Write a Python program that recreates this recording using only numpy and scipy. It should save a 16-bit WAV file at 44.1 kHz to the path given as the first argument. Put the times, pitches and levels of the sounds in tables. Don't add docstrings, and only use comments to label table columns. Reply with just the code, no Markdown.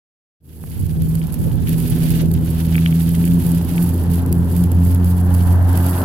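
import sys
import numpy as np
from scipy import signal
from scipy.fft import rfft, irfft, next_fast_len
from scipy.io import wavfile
from scipy.ndimage import map_coordinates

SR = 44100
rng = np.random.default_rng(int(sys.argv[2]) if len(sys.argv) > 2 else 0)


def dump_mix(stems):
    frames = np.atleast_2d(stems).T
    limited = np.clip(frames, -1, 1)
    pcm = np.round(limited * 32767).astype(np.int16)
    wavfile.write(sys.argv[1], SR, pcm)


N = 266408
TIME_S = np.arange(N) / SR


def amp(db):
    return 10 ** (np.asarray(db) / 20)


def unit(x):
    return x / np.sqrt(np.mean(x ** 2) + 1e-20)


def along(points, hz):
    knots_hz, values = np.transpose(points)
    return np.interp(np.log(hz + 1), np.log(knots_hz + 1), values)


def curves(rows):
    times, *columns = np.transpose(rows)
    return [np.interp(TIME_S, times, column) for column in columns]


def wobble(knots_per_s):
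    return map_coordinates(rng.standard_normal(3000), [np.arange(N) * knots_per_s / SR])


def filtered(x, response):
    size = next_fast_len(N + SR // 2)
    return irfft(rfft(x, size) * response(np.fft.rfftfreq(size, 1 / SR)), size)[..., :N]


# frequency_hz, correlation
COHERENCE = [(60, 1), (740, 0.92), (1220, 0.16), (2000, 0.22), (3300, 0.21), (6000, 0.034)]

def stereo_noise(spectrum, envelope=1):
    def colour(hz):
        turn = np.arccos(along(COHERENCE, hz)) / 2
        return amp(along(spectrum, hz)) * [np.cos(turn), np.sin(turn)]
    mid, side = filtered(rng.standard_normal((2, N)), colour)
    return envelope * unit(np.array([mid + side, mid - side]))


# frequency_hz, density_db
BOOM_SPECTRUM = [(30, -22), (70, -7), (130, 3), (220, -4.5), (330, -7.5), (500, -17.5), (800, -32),
                 (1500, -120)]
TYRE_SPECTRUM = [(250, -69), (450, -2), (700, 0), (880, 1.5), (985, -0.5), (1100, -5), (1700, -7),
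                 (2100, -16.5), (3000, -72)]
# time_s, boom_db, tyre_db
ROAD_LEVELS = [(0.7, -35, -47.5), (1.25, -40.5, -47.5), (2.2, -33, -47.5), (2.4, -36.5, -47.5),
               (3.2, -37, -46), (3.75, -34.5, -41.5), (4.3, -33.5, -40.5), (4.9, -36, -41.5),
               (5.4, -38, -38), (5.7, -38, -33), (6.04, -32, -29)]

def road():
    boom_db, tyre_db = curves(ROAD_LEVELS)
    boom = stereo_noise(BOOM_SPECTRUM, amp(2.0 * wobble(40)))
    tyres = stereo_noise(TYRE_SPECTRUM, amp(1.1 * wobble(20) + 0.94 * wobble(90)))
    return amp(boom_db + 9.0) * unit(boom) + amp(tyre_db + 0.98) * unit(tyres)


# pitch_hz, level_db, t60_s
PLASTIC_MODES = [(1750, -19, 0.0016), (2240, 5.5, 0.0045), (3020, 4, 0.0053)]
# start_s, relative_level_db, top_mode_gain_db
PLASTIC_TICKS = [(1.2158, -31.5, -5), (1.672, -29, -4), (2.7456, -26, -6), (2.7546, -18, -9),
                 (2.7805, -19, -20), (2.8607, -17, -1.5), (2.9256, -27, -6), (3.2407, -28.5, -5.5),
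                 (3.276, -31, -5), (3.7794, -23, -6.5)]

def plastic_ticks():
    out, t = np.zeros(N + SR), np.arange(SR // 50) / SR
    attack = 1 - np.exp(-(t / 0.00056) ** 2)
    for start_s, db, top_db in PLASTIC_TICKS:
        ring = sum(amp(mode_db + gain_db - 60 * t / t60_s) * np.sin(2 * np.pi * hz * t)
                   for (hz, mode_db, t60_s), gain_db in zip(PLASTIC_MODES, (0, 0, top_db)))
        out[round(start_s * SR):][:len(t)] += amp(db + 12) * attack * ring
    return out[:N] * amp([[1.5], [-1.5]])


def contacts(count, touch_s):
    when, rank = rng.random((count, 2)).T
    impulses = np.bincount((when * N).astype(int), (1.005 - rank) ** -.4, N)
    age = np.arange(SR // 50) / SR / touch_s
    return signal.fftconvolve(impulses, age * np.exp(-age))[:N]


# start_s, length_s, level_db
BOUTS = [(0.434, 0.44, -34.5), (0.88, 0.33, -39.5), (1.322, 0.035, -37), (1.39, .1, -42),
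         (1.665, 0.088, -35.5), (1.764, 0.46, -35.5), (2.445, .54, -39.5), (2.986, 0.34, -37),
         (3.327, 0.09, -40), (3.407, 0.19, -36.5), (3.604, 0.084, -42), (3.686, 0.22, -35),
         (3.923, .13, -42), (4.105, 0.095, -36), (4.497, .15, -37), (4.826, 0.11, -37.5), (5.047, .08, -35),
         (5.164, 0.034, -37), (5.3, 0.25, -38.5), (5.676, 0.083, -36.5), (5.758, 0.28, -34)]

def shaking(calm_db=-44, edge_s=0.031):
    bouts = 0
    for start_s, length_s, db in BOUTS:
        inside_s = np.minimum(TIME_S - start_s, start_s + length_s - TIME_S)
        bouts += amp(db) * np.clip(inside_s / edge_s + .5, 0, 1)
    return 10 * np.log10(amp(calm_db) ** 2 + bouts ** 2)


# start_s, relative_level_db
JOLTS = [(0.793, -18), (1.02, -15), (1.1524, -10.5), (1.2689, -18), (1.3227, -25), (1.341, -15),
         (1.6924, -12), (2.1045, -9.5), (2.314, -15), (2.338, -13.5), (2.764, -13), (3.0096, -21),
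         (3.0904, -13), (3.15, -13), (3.252, -13), (3.4645, -17), (3.5163, -19), (3.5467, -17),
         (3.894, -26), (4.2611, -17.5), (4.3257, -5.5), (4.5639, -15), (4.638, -14), (4.7167, -13.5),
         (4.946, -14), (5.044, -16), (5.774, -11), (5.864, -13)]

def rattles():
    out = np.zeros(N + SR)
    age = np.arange(SR // 16) / SR / 0.0022
    for start_s, db in JOLTS:
        out[round(start_s * SR):][:len(age)] += amp(db - 6.5) * age * np.exp(-age ** 2)
    return out[:N]


# frequency_hz, density_db
SIZZLE_SPECTRUM = [(2650, -87), (4500, -7.5), (5710, -17.5), (8070, -7), (9260, -8), (11200, 2.5),
                   (13400, -5), (15100, -5), (16000, -10)]
CLATTER_SPECTRUM = [(710, -45), (1200, -9.5), (1610, -4), (1980, -4.5), (3100, -2.5), (5610, -11),
                    (6000, -10), (7800, -17), (13200, -120)]
# time_s, relative_level_db
CLATTER_TREND = [(.8, -23), (1.6, -24.5), (1.7, -21.5), (2.22, -17), (2.28, -24.5), (2.8, -18), (3.0, -22),
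                 (4.3, -24.5), (5.3, -27), (6.04, -22)]

def loose_parts():
    sizzle_db, jolts = shaking(), rattles()
    unrest = amp(.8 * wobble(40) + 1.8 * wobble(100))
    fine = contacts(count=1500, touch_s=0.00043)
    sizzle = amp(sizzle_db) * unit(unrest * (1 + 1.55 * fine)) + jolts
    clatter_db = curves(CLATTER_TREND)[0] + 0.59 * sizzle_db + 2.16 * wobble(60)
    coarse = contacts(count=500, touch_s=0.0012)
    clatter = amp(clatter_db) * unit(1 + 0.12 * fine + 0.87 * coarse) + amp(-18) * jolts
    return stereo_noise(SIZZLE_SPECTRUM, sizzle) + stereo_noise(CLATTER_SPECTRUM, clatter)


# frequency_hz, density_db
BUFFET_SPECTRUM = [(15, -36), (25, -14), (60, 1.5), (125, 3), (260, -11), (550, -32.5), (900, -55),
                   (2000, -120)]
FLUTTER_SPECTRUM = [(120, -60), (250, 5.5), (400, 2.5), (600, -4.5), (900, -29), (1500, -63)]
# time_s, relative_level_db
WIND_LEVELS = [(0.58, -30), (0.72, -18.5), (1.03, -17.5), (1.22, -26.5), (1.45, -20), (1.65, -22.5),
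               (2.2, -23), (2.4, -22), (2.52, -29), (2.95, -32.5), (3.35, -26.5), (3.9, -32), (4.6, -28.5),
               (4.85, -30.5), (5.4, -31), (5.6, -25.5), (6.0, -43)]
HARD_GUSTS = [(1.4, -34), (1.47, -28.5), (1.75, -34), (2.05, -33), (2.23, -28)]

def wind(flutter_s=0.027, puff_s=0.6392):
    def air(spectrum):
        return unit(filtered(rng.standard_normal((2, N)), lambda hz: amp(along(spectrum, hz))))
    gust_db = curves(WIND_LEVELS)[0] + 0.9 * wobble(9)
    eddies = unit(amp(2.1 * np.array([wobble(25), wobble(25)])))
    thumps = amp(gust_db + 3.0) * eddies * air(BUFFET_SPECTRUM)
    peaks = sum(amp(db) * np.exp(-((TIME_S - s) / flutter_s) ** 2) for s, db in HARD_GUSTS)
    flutter = peaks * air(FLUTTER_SPECTRUM)
    age = (TIME_S - puff_s) / 0.00025
    puff = amp(-10) * np.tanh(3 * age) * np.exp(-np.abs(age) / 4.9)
    return (thumps + flutter) * amp([[-1.2], [1.2]]) + puff * [[1], [0]]


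def throb(start_s=3.5, end_s=5.05, edge_s=0.15, dip_s=3.675, beat_hz=3.12, rise_hz_per_s=1.36):
    depth = 0.65 * np.clip(np.minimum(TIME_S - start_s, end_s - TIME_S) / edge_s, 0, 1)
    since_dip_s = TIME_S - dip_s
    turns = beat_hz * since_dip_s + rise_hz_per_s * since_dip_s ** 2 / 2
    beat = np.abs(1 - depth * np.exp(2j * np.pi * turns)) / (1 + depth)
    return beat ** 1.52


# time_s, rotation_hz
CRANK_SPEED = [(.42, 78.5), (.87, 80), (1.24, 81), (1.88, 81.6), (3.02, 83), (3.33, 86.2), (3.5, 84.3),
               (3.81, 86), (4.73, 87.4), (5.04, 89), (6.04, 89)]
# time_s, first_db, third_db
FIRST_AND_THIRD = [(0.9, -22.5, -36), (1.31, -33, -36), (1.91, -29, -31), (2.19, -46, -29),
                   (2.27, -22, -30), (2.66, -21, -29), (3.44, -26, -27), (3.68, -19.5, -34),
                   (3.77, -33, -35), (3.92, -18, -29), (4.62, -18, -31), (4.79, -12.5, -27),
                   (4.96, -13, -27), (5.15, -15, -33), (5.3, -12.5, -28), (5.52, -12, -35),
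                   (5.68, -11, -28), (5.93, -18, -27)]
# time_s, level_db
SECOND_ORDER = [(0.7, -25.5), (1.09, -14), (1.23, -17.5), (1.37, -33), (1.45, -22.5), (1.62, -27.5),
                (1.72, -16.5), (1.87, -22), (2.0, -17.5), (2.33, -17.5), (2.43, -22), (2.68, -17),
                (2.81, -13), (3.14, -17), (3.39, -12.5), (3.425, -40), (3.45, -15), (3.8, -13),
                (3.93, -19.5), (4.6, -14), (5.15, -21), (5.51, -23), (5.66, -35.5), (5.8, -22.5),
                (6.04, -30)]
# order, level_re_boom_db
WEAK_ORDERS = [(.5, -6), (1.5, -4.5), (2.5, -20), (3.5, -13), (4, -6), (5, -13), (6, -22)]

def exhaust(drift_rad=0.6):
    crank_rad = 2 * np.pi * np.cumsum(curves(CRANK_SPEED)[0]) / SR
    boom_db = curves(ROAD_LEVELS)[0]
    first_db, third_db = curves(FIRST_AND_THIRD)
    strong = [(1, first_db, .6), (2, curves(SECOND_ORDER)[0], .6), (3, third_db, 2)]
    weak = [(order, boom_db + db, 4) for order, db in WEAK_ORDERS]
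    drone = 0
    for order, db, uneven_db in strong + weak:
        jitter_rad = .08 * order * (1 + uneven_db / 5) * wobble(20)
        amplitude = np.sqrt(2) * amp(db + uneven_db * wobble(30))
        if order == 2:
            amplitude *= throb()
        slide_rad = drift_rad * wobble(0.8)
        drone += amplitude * np.cos(order * crank_rad + jitter_rad + slide_rad)
    return drone


def scene():
    return exhaust() + road() + wind() + loose_parts() + plastic_ticks()


# frequency_hz, left_minus_right_db
PORT_BALANCE = [(60, -1), (150, -1), (380, -0.5), (950, 3), (2380, -1.5), (5980, -3), (15000, -9.5)]
# frequency_hz, left_lag_rad
PORT_LAG = [(900, 0.036), (1400, 1.1), (2070, 3.27), (2700, 5.3), (4000, 8.7)]

def record(dry, silent_s=0.4, fade_s=1, cutoff_hz=15900):
    def ports(hz):
        gain = amp(np.outer([.5, -.5], along(PORT_BALANCE, hz)))
        return gain * np.exp(np.outer([-.5j, .5j], along(PORT_LAG, hz)))
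    fade_in = np.clip((TIME_S - silent_s) / fade_s, 0, 1)
    return filtered(filtered(dry, ports) * fade_in, lambda hz: hz < cutoff_hz)


dry = scene()
out = record(dry)
dump_mix(out)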